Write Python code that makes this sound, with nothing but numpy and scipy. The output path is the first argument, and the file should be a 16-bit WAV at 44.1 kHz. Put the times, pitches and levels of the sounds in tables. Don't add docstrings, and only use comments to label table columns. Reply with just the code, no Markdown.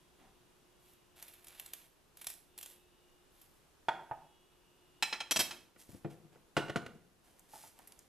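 import sys
import numpy as np
from scipy import signal
from scipy.fft import next_fast_len
from scipy.io import wavfile
from scipy.ndimage import uniform_filter1d, minimum_filter1d

SR = 44100
rng = np.random.default_rng(int(sys.argv[2]) if len(sys.argv) > 2 else 0)


def int16_out(signal):
    q = np.round(np.clip(np.atleast_2d(signal).T, -1, 1) * 32767)
    wavfile.write(sys.argv[1], SR, q.astype(np.int16))


N = 356323

# [f/Hz, density/dB]
AIR_SPECTRUM = [(12, -23), (20, -3), (102, -11.5), (167, -9), (202, -13), (361, -9.5), (577, -15.5),
                (974, -16), (2110, -23.5), (2850, -22), (4080, -25.5), (9860, -28.5), (14500, -31.5)]
# [start t/s, end t/s, hum level/dB, whine level/dB]
APPLIANCE_SPELLS = [(0, 1.73, -76, -2), (2.55, 3.25, -74, 0.5), (4.3, 5.3, -75.5, 2.5)]
# [f/Hz, level/dB]
WHINE_LINES = [(2568, -129), (2616, -92), (2853, -89.5), (2907, -91.5), (3311, -92), (3580, -94.5),
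               (3741, -94)]
# [f/Hz, t60/s]
ROOM_DECAY = [(100, 0.76), (260, 0.87), (700, 0.55), (1840, 0.54), (4850, 0.44), (12000, 0.43)]
# [f/Hz, level/dB]
SIDE_LEVEL = [(60, -18), (300, -18), (2000, -17), (4500, -11.5), (8500, -6), (13000, -2)]
# [f/Hz, level/dB]
LEFT_MINUS_RIGHT = [(30, -12), (70, 15.5), (130, 8.5), (260, 1.2), (500, -1.5), (1500, -2.4), (5000, -2.5),
                    (8000, -5), (13000, -6.5)]
# [start t/s, length t/s, attack t/s, level/dB, low rasp against it level/dB]
HAND_RUBS = [(.183, 0.083, .012, -80, 18.5), (5.77, 0.032, 0.046, -53, -14),
             (5.887, 0.088, .004, -62.5, -5.5), (6.098, 0.005, 0.0038, -64.5, 8.5),
             (6.31, 0.037, 0.023, -77, 14), (7.235, 0.35, 0.011, -68, -1), (7.48, 0.2, 0.087, -53, -14),
             (7.75, 0.3, 0.034, -69, 3)]
# [f/Hz, density/dB]
RUB_SPECTRUM = [(100, -12), (230, 0), (500, -4), (780, -1.5), (1200, -11.5), (2000, -12), (4000, -19),
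                (7000, -18.5), (11500, -15.5), (14500, -25)]
# [t/s, level/dB, t60/s]
HANDLING_TICKS = [(7.3945, -55, 0.023), (7.5348, -56, 0.013), (7.7902, -52, 0.012), (7.8742, -52, 0.041),
                  (7.9217, -52, 0.02), (7.9916, -50, 0.012)]
# [t/s, level/dB, hardness as cut-off f/Hz, contact t60/s]
COUNTER_BUMPS = [(5.761, -54, 2560, 0.033), (5.891, -37, 220, 0.041), (5.928, -41.5, 200, 0.053),
                 (5.945, -37.5, 298, 0.034), (6.046, -45, 3100, 0.078), (6.048, -27.5, 517, 0.1),
                 (6.246, -48, 248, 0.071), (6.357, -51, 910, 0.017), (6.567, -17.5, 6440, 0.065),
                 (6.683, -42, 6000, 0.084), (6.697, -32, 5730, 0.039), (6.759, -25.5, 6700, 0.073),
                 (6.863, -41, 6860, 0.018)]
# [f/Hz, width/Hz, level/dB]
COUNTER_MODES = [(121, 18, -7), (174, 30, 2), (288, 32, -3.5), (342, 17, 3), (460, 55, -23),
                 (698.5, 31, 7.5), (1448, 110, 3.5), (1760, 34, -18), (2430, 74, -18), (2885, 200, -7.5)]
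# [f/Hz, density/dB]
COUNTER_CROWD = [(35, -33), (75, -12), (140, 2), (320, -1), (500, 0), (720, -6), (1000, -7.5), (1500, -8),
                 (3000, -11), (5000, -20), (13000, -20)]
# [t/s, level/dB, hardness as cut-off f/Hz, contact t60/s]
KNOCKS = [(3.885, -20.5, 5200, 0.035), (4.112, -27.5, 1070, 0.062), (7.535, -42.5, 990, 0.08),
          (7.556, -48, 895, 0.045), (7.638, -47.5, 950, 0.054), (7.793, -51, 1210, 0.049)]
# [f/Hz, width before damping/Hz, level/dB]
BOARD_MODES = [(153, 21, -0.5), (258, 37, -9), (654, 14, 6.5), (720, 32, -9), (893, 74, 0.5),
               (990, 17, -35), (1124, 50, -5), (1480, 16, 2), (1824, 85, -6.5), (1900, 28, -33),
               (2620, 48, -24), (3390, 76, -6.5)]
# [f/Hz, density/dB]
BOARD_CROWD = [(50, -27), (150, -9.5), (270, -8), (550, -5), (850, 10), (1100, 0), (1900, -0.5),
               (3200, -10), (5000, -17.5), (14000, -19.5)]
# [t/s, level/dB, hardness as cut-off f/Hz, contact t60/s]
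RIM_TAPS = [(5.025, -17.5, 11100, 0.044), (5.127, -25, 6040, 0.15), (5.204, -28, 6900, 0.085),
            (5.509, -34.5, 8150, 0.13)]
# [f/Hz, width/Hz, level/dB]
LID_MODES = [(867, 40, -5), (1370, 48, -6), (1780, 62, -8), (2310, 41, -6), (2570, 38, 0), (2920, 49, -9),
             (3220, 44, -1), (3710, 70, -11), (4050, 120, -5), (4910, 25, -13), (5250, 66, -5),
             (5750, 28, -16), (6410, 47, -11), (7000, 36, -15), (7630, 40, -14), (8960, 56, -16),
             (10400, 30, -21), (11900, 79, -24), (13500, 42, -32)]
# [f/Hz, density/dB]
LID_CROWD = [(60, -32), (170, -8.5), (800, -4), (2700, -1), (4200, -9.5), (7000, -10.5), (14500, -13.5)]
# [t/s, level/dB, hardness as cut-off f/Hz, contact t60/s]
LID_SEATINGS = [(5.310, -16.5, 14600, 0.032), (5.361, -17, 10000, 0.016), (5.392, -18.5, 18000, 0.024),
                (5.401, -16.5, 18400, 0.046)]
# [f/Hz, width/Hz, level/dB]
DISH_MODES = [(646, 97, -8), (1730, 53, -10), (2210, 71, -11), (2620, 92, -5), (3240, 56, 0),
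              (3820, 30, -9), (3960, 33, -9), (4340, 68, -8), (5100, 44, -5), (5260, 23, -10),
              (5780, 42, 0), (6130, 54, -8), (6980, 28, -14), (7350, 41, -12), (7710, 120, -9),
              (8870, 42, -9), (9580, 62, -15), (10400, 44, -8), (11300, 34, -11), (11600, 24, -15),
              (11800, 36, -10), (12300, 120, -21), (13500, 61, -16)]
# [f/Hz, density/dB]
DISH_CROWD = [(60, -13), (170, -1.5), (600, -1), (1200, -2.5), (3000, 0.5), (6000, -1), (12000, -9),
              (14500, -13)]
# [start t/s, length t/s, attack t/s, level/dB, low rasp against it level/dB]
BLADE_STROKES = [(.79, 0.15, 0.061, -66.5, -21), (1.155, 0.24, 0.013, -59, 1.5),
                 (1.41, 0.29, 0.13, -59.5, 2.5), (1.73, 0.13, 0.017, -63, 0.5),
                 (2.168, 0.083, 0.0053, -65, -3), (2.262, 0.035, 0.016, -49, -12),
                 (2.574, .16, 0.051, -56, -11), (3.3, 0.29, 0.067, -67.5, -13)]
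# [f/Hz, density/dB]
CRUST_SPECTRUM = [(150, -13), (350, -18), (680, -4), (1100, -9.5), (2200, -5), (3500, -1), (5000, -6),
                  (6500, -5.5), (8000, -2.5), (9000, -6), (10700, 3), (11800, -1.5), (12900, 3),
                  (14500, -14.5)]
# [t/s, level/dB, t60/s]
CRUMB_CRACKS = [(1.2261, -34, 0.028), (1.2815, -43.5, 0.064), (1.3379, -43.5, 0.03), (1.4451, -44, 0.026),
                (1.4701, -40, 0.025), (1.4834, -40.5, .028), (1.5983, -29, 0.02), (1.6616, -36, 0.024),
                (1.7355, -27.5, 0.022), (2.172, -41, 0.026), (2.2144, -37.5, 0.063), (2.2448, -36, .026),
                (2.2697, -23.5, 0.028), (2.2754, -40, 0.024), (2.3012, -33.5, 0.036), (2.3396, -40.5, .018),
                (2.5785, -36, 0.035), (2.5874, -33, 0.021), (2.612, -35, 0.017), (2.6294, -34.5, 0.039),
                (2.6609, -34, 0.017), (3.4154, -48.5, 0.07)]

AIR_DB, HUM_HZ = -69, 357
SPELL_FADE_DB_PER_S, IDLE_DB = 80, -23
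RUB_SAG_DB_PER_S, RUB_RELEASE_DB_PER_S = 23.5, 190
STROKE_SAG_DB_PER_S, STROKE_RELEASE_DB_PER_S = 32, 203
GLASS_BODY_DB, BOARD_DAMPING = -24, 1.15
CRUMB_DB, CRUMB_SPREAD_DB, CRUMB_T60_S = 7, 3, 0.022
CRUMB_DULLING, MIDDLING_CRUMB_DB = 0.06, -40
CEILING_DB, EDGE_HZ = -18.2, 14500


def gain_of(db):
    return 10 ** (np.asarray(db) / 20)


def evened(x):
    return x / np.sqrt(np.mean(x ** 2) + 1e-20)


def read(points, hz):
    f, value = np.transpose(points)
    return np.interp(np.log(hz + 1), np.log(f + 1), value)


def add(mix, s, sound):
    part = mix[round(s * SR):][:len(sound)]
    part += sound[:len(part)]


def colour(x, points, size=2048):
    shape_db = np.maximum(read(points, abs(np.fft.fftfreq(size, 1 / SR))), -100)
    log_gain = np.log(gain_of(shape_db))
    taps = np.fft.ifft(np.exp(np.conj(signal.hilbert(log_gain)))).real
    return signal.oaconvolve(x, taps[:size // 2])[:len(x)]


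def lowpass(x, hz, order=2):
    return signal.sosfilt(signal.butter(order, min(hz, .49 * SR), fs=SR, output="sos"), x)


def wander(rate_hz):
    knots = rng.standard_normal(N // 100)
    return evened(np.interp(np.arange(N) * rate_hz / SR, np.arange(len(knots)), knots))


def air(side_db=-3.0, hiss_hz=9900, hiss_width_hz=170, hiss_db=-87, swell_db=0.34):
    t = np.arange(N) / SR
    mid, side = (evened(colour(rng.standard_normal(N), AIR_SPECTRUM, size=8192)) for _ in range(2))
    side = gain_of(side_db) * side
    slow_noise = lowpass(rng.standard_normal((2, N)), hiss_width_hz)
    hiss = evened(slow_noise * np.cos(2 * np.pi * hiss_hz * t))
    swell = gain_of(AIR_DB + swell_db * wander(1.5))
    room = swell * np.array([mid + side, mid - side])
    return room + gain_of(hiss_db + 2 * wander(2.7)) * hiss


def appliance(hum_db=-1, whine_db=3.0, waver_hz=2.42, flicker_db=4.0):
    t = np.arange(N) / SR

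    def tone(hz):
        return np.sqrt(2) * np.sin(2 * np.pi * np.cumsum(hz + waver_hz * wander(25.2)) / SR)

    start, end, hum_level, whine_level = np.transpose(APPLIANCE_SPELLS)[:, :, None]
    away_s = np.maximum(np.maximum(start - t, t - end), 0)
    fade_db = np.maximum(-SPELL_FADE_DB_PER_S * away_s, IDLE_DB)
    hum = gain_of(hum_db + (hum_level + fade_db).max(0)) * tone(HUM_HZ)
    whine = sum(gain_of(db + flicker_db * wander(3.2)) * tone(hz) for hz, db in WHINE_LINES)
    return hum + gain_of(whine_db + (whine_level + fade_db).max(0)) * whine


def kitchen(x, wet_db, delay=0.00059):
    hz, t, z = signal.stft(rng.standard_normal((2, SR)), SR, nperseg=256)
    decay = gain_of(-60 * t / read(ROOM_DECAY, hz)[:, None])
    tail = signal.istft(z * decay, SR, nperseg=256)[1]
    tail *= np.clip(np.arange(tail.shape[1]) / SR / delay - 1, 0, 1)
    echoes = signal.fftconvolve(x[None], tail / np.linalg.norm(tail[0]), axes=1)[:, :N]
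    quadrature = signal.hilbert(x, next_fast_len(N))[:N].imag
    mid = x + gain_of(wet_db) * echoes[0]
    side = 0.71 * quadrature + gain_of(wet_db + 2) * echoes[1]
    return np.array([mid, side])


def ports(mid, side):
    side = colour(side, SIDE_LEVEL)

    def port(sign):
        return colour(mid + sign * side, [(hz, sign * db / 2) for hz, db in LEFT_MINUS_RIGHT])

    return np.array([port(1), port(-1)])


def pressure(start, length, attack, sag_db_per_s, release_db_per_s):
    t = np.arange(N) / SR - start
    eased_db = sag_db_per_s * np.maximum(t - attack, 0) + release_db_per_s * np.maximum(t - length, 0)
    return np.clip(t / attack, 0, 1) * gain_of(-eased_db)


def friction(strokes, sag_db_per_s, release_db_per_s, spectrum, grains_per_s, spread_db,
             split_hz, high_db, low_db):
    sizes = gain_of(spread_db * np.minimum(rng.exponential(1, N), 4))
    slips = sizes * rng.choice([-1, 1], N) * (rng.random(N) < grains_per_s / SR)
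    grit = colour(slips, spectrum)
    low = evened(lowpass(grit, split_hz))
    high = evened(signal.sosfilt(signal.butter(2, split_hz, "high", fs=SR, output="sos"), grit))
    out = np.zeros(N)
    for start, length, attack, db, rasp_db in strokes:
        press = gain_of(db) * pressure(start, length, attack, sag_db_per_s, release_db_per_s)
        out += press * (gain_of(high_db) * high - gain_of(low_db + rasp_db) * low)
    return out


def snaps(rows, spectrum, level_db, tilt_db, variety_db, lead_s):
    t = np.arange(3000) / SR - .005
    out = np.zeros(N)
    for s, db, t60 in rows:
        slope = tilt_db - CRUMB_DULLING * (db - MIDDLING_CRUMB_DB)
        own_colour = [(hz, shape + slope * np.log2(hz / 4000) + variety_db * rng.standard_normal())
                      for hz, shape in spectrum]
        swell_db = -60 * np.maximum(t / max(t60, .002), -t / lead_s)
        burst = colour(rng.standard_normal(len(t)) * gain_of(swell_db), own_colour)
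        size = np.sqrt(np.sum(burst ** 2) / (t60 * SR / 10))
        add(out, s + t[0], gain_of(db + level_db) * burst / size)
    return out


def blows(rows, modes, body, ring_db, body_db, push_db, damping, chatter_s, tilt_db):
    t, out = np.arange(SR // 5) / SR, np.zeros(N)
    hz, width, mode_db = np.transpose(modes)[:, :, None]
    free = np.maximum(t - chatter_s, 0)
    strength = gain_of(mode_db + tilt_db * np.log2(hz / 3000)) * np.sqrt(width)
    rings = strength * np.exp(-np.pi * damping * width * free)
    push = gain_of(push_db) * lowpass(signal.unit_impulse(len(t)), 1600, order=1)
    for s, db, hard_hz, t60 in rows:
        struck = gain_of(2.5 * rng.standard_normal(hz.shape))
        ring = (struck * rings * np.sin(2 * np.pi * (hz * t + rng.random(hz.shape)))).sum(0)
        chatter = rng.standard_normal(len(t)) * gain_of(-60 * free / t60)
        crowd = colour(chatter / np.linalg.norm(chatter) + push, body)
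        blow = gain_of(ring_db) * evened(ring) + gain_of(body_db) * evened(crowd)
        add(out, s, gain_of(db) * lowpass(blow, hard_hz))
    return out


def handling():
    rubs = friction(HAND_RUBS, RUB_SAG_DB_PER_S, RUB_RELEASE_DB_PER_S, RUB_SPECTRUM, grains_per_s=3000,
                    spread_db=3.0, split_hz=3800, high_db=-4.5, low_db=-4)
    return rubs + snaps(HANDLING_TICKS, RUB_SPECTRUM, level_db=2, tilt_db=5.0, variety_db=6.0, lead_s=0.0042)


def dish_on_counter():
    return blows(COUNTER_BUMPS, COUNTER_MODES, COUNTER_CROWD, ring_db=-22, body_db=-18.0, push_db=-6,
                 damping=1.0, chatter_s=0.004, tilt_db=1.0)


def glass_on_board():
    return blows(KNOCKS, BOARD_MODES, BOARD_CROWD, ring_db=-28.0, body_db=-19.0, push_db=-2.0,
                 damping=BOARD_DAMPING, chatter_s=0.0056, tilt_db=1)


def lid_on_dish():
    taps = blows(RIM_TAPS, LID_MODES, LID_CROWD, ring_db=-20.5, body_db=GLASS_BODY_DB, push_db=-10,
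                 damping=1.0, chatter_s=0.0068, tilt_db=1.4)
    seatings = blows(LID_SEATINGS, DISH_MODES, DISH_CROWD, ring_db=-23.5, body_db=GLASS_BODY_DB, push_db=-6.5,
                     damping=1, chatter_s=0.013, tilt_db=2.7)
    return taps + seatings


def crumbs(strokes, count=3):
    rows = []
    for start, length, attack, db, _ in strokes:
        places, sizes = rng.random(count), rng.standard_normal(count)
        for place, size in zip(places, sizes):
            s = start + attack + (length - attack) * place
            rows.append((s, db + CRUMB_DB + CRUMB_SPREAD_DB * size, CRUMB_T60_S))
    return rows


def toast():
    scrape = friction(BLADE_STROKES, STROKE_SAG_DB_PER_S, STROKE_RELEASE_DB_PER_S, CRUST_SPECTRUM,
                      grains_per_s=1200, spread_db=2.0, split_hz=1900, high_db=-3.5, low_db=-10.5)
    breaks = CRUMB_CRACKS + crumbs(BLADE_STROKES)
    return scrape + snaps(breaks, CRUST_SPECTRUM, level_db=-8.5, tilt_db=1.0, variety_db=2.5, lead_s=0.0057)


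def scene():
    sound = kitchen(toast() + handling(), wet_db=-9.5)
    sound += kitchen(glass_on_board(), wet_db=-8.5)
    sound += kitchen(lid_on_dish(), wet_db=-11)
    sound += kitchen(dish_on_counter(), wet_db=-10)
    return ports(*sound) + appliance() + air()


def suppress(x, cap_db=-52, memory_s=0.26, share_db=-13):
    power = abs(uniform_filter1d((x ** 2).mean(0), size=1500)) + 1e-14
    keep = np.exp(-1 / (memory_s * SR))
    noise = signal.lfilter([1 - keep], [1, -keep], np.minimum(power, gain_of(cap_db) ** 2))
    return x * np.sqrt(power / (power + gain_of(share_db) ** 2 * noise))


def record(dry, recovery_db_per_s=600):
    peak_db = 20 * np.log10(abs(lowpass(dry, EDGE_HZ, order=8)).max(0) + 1e-9)
    over_db = -minimum_filter1d(-np.maximum(peak_db - CEILING_DB, 0), size=45)
    fall = np.arange(N) * recovery_db_per_s / SR
    reduction_db = np.maximum.accumulate(over_db + fall) - fall
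    limited = dry / gain_of(uniform_filter1d(reduction_db, size=45))
    band = signal.firwin(255, EDGE_HZ, window=("kaiser", 8), fs=SR)
    return signal.oaconvolve(suppress(limited), band[None], "same")


dry = scene()
out = record(dry)
int16_out(out)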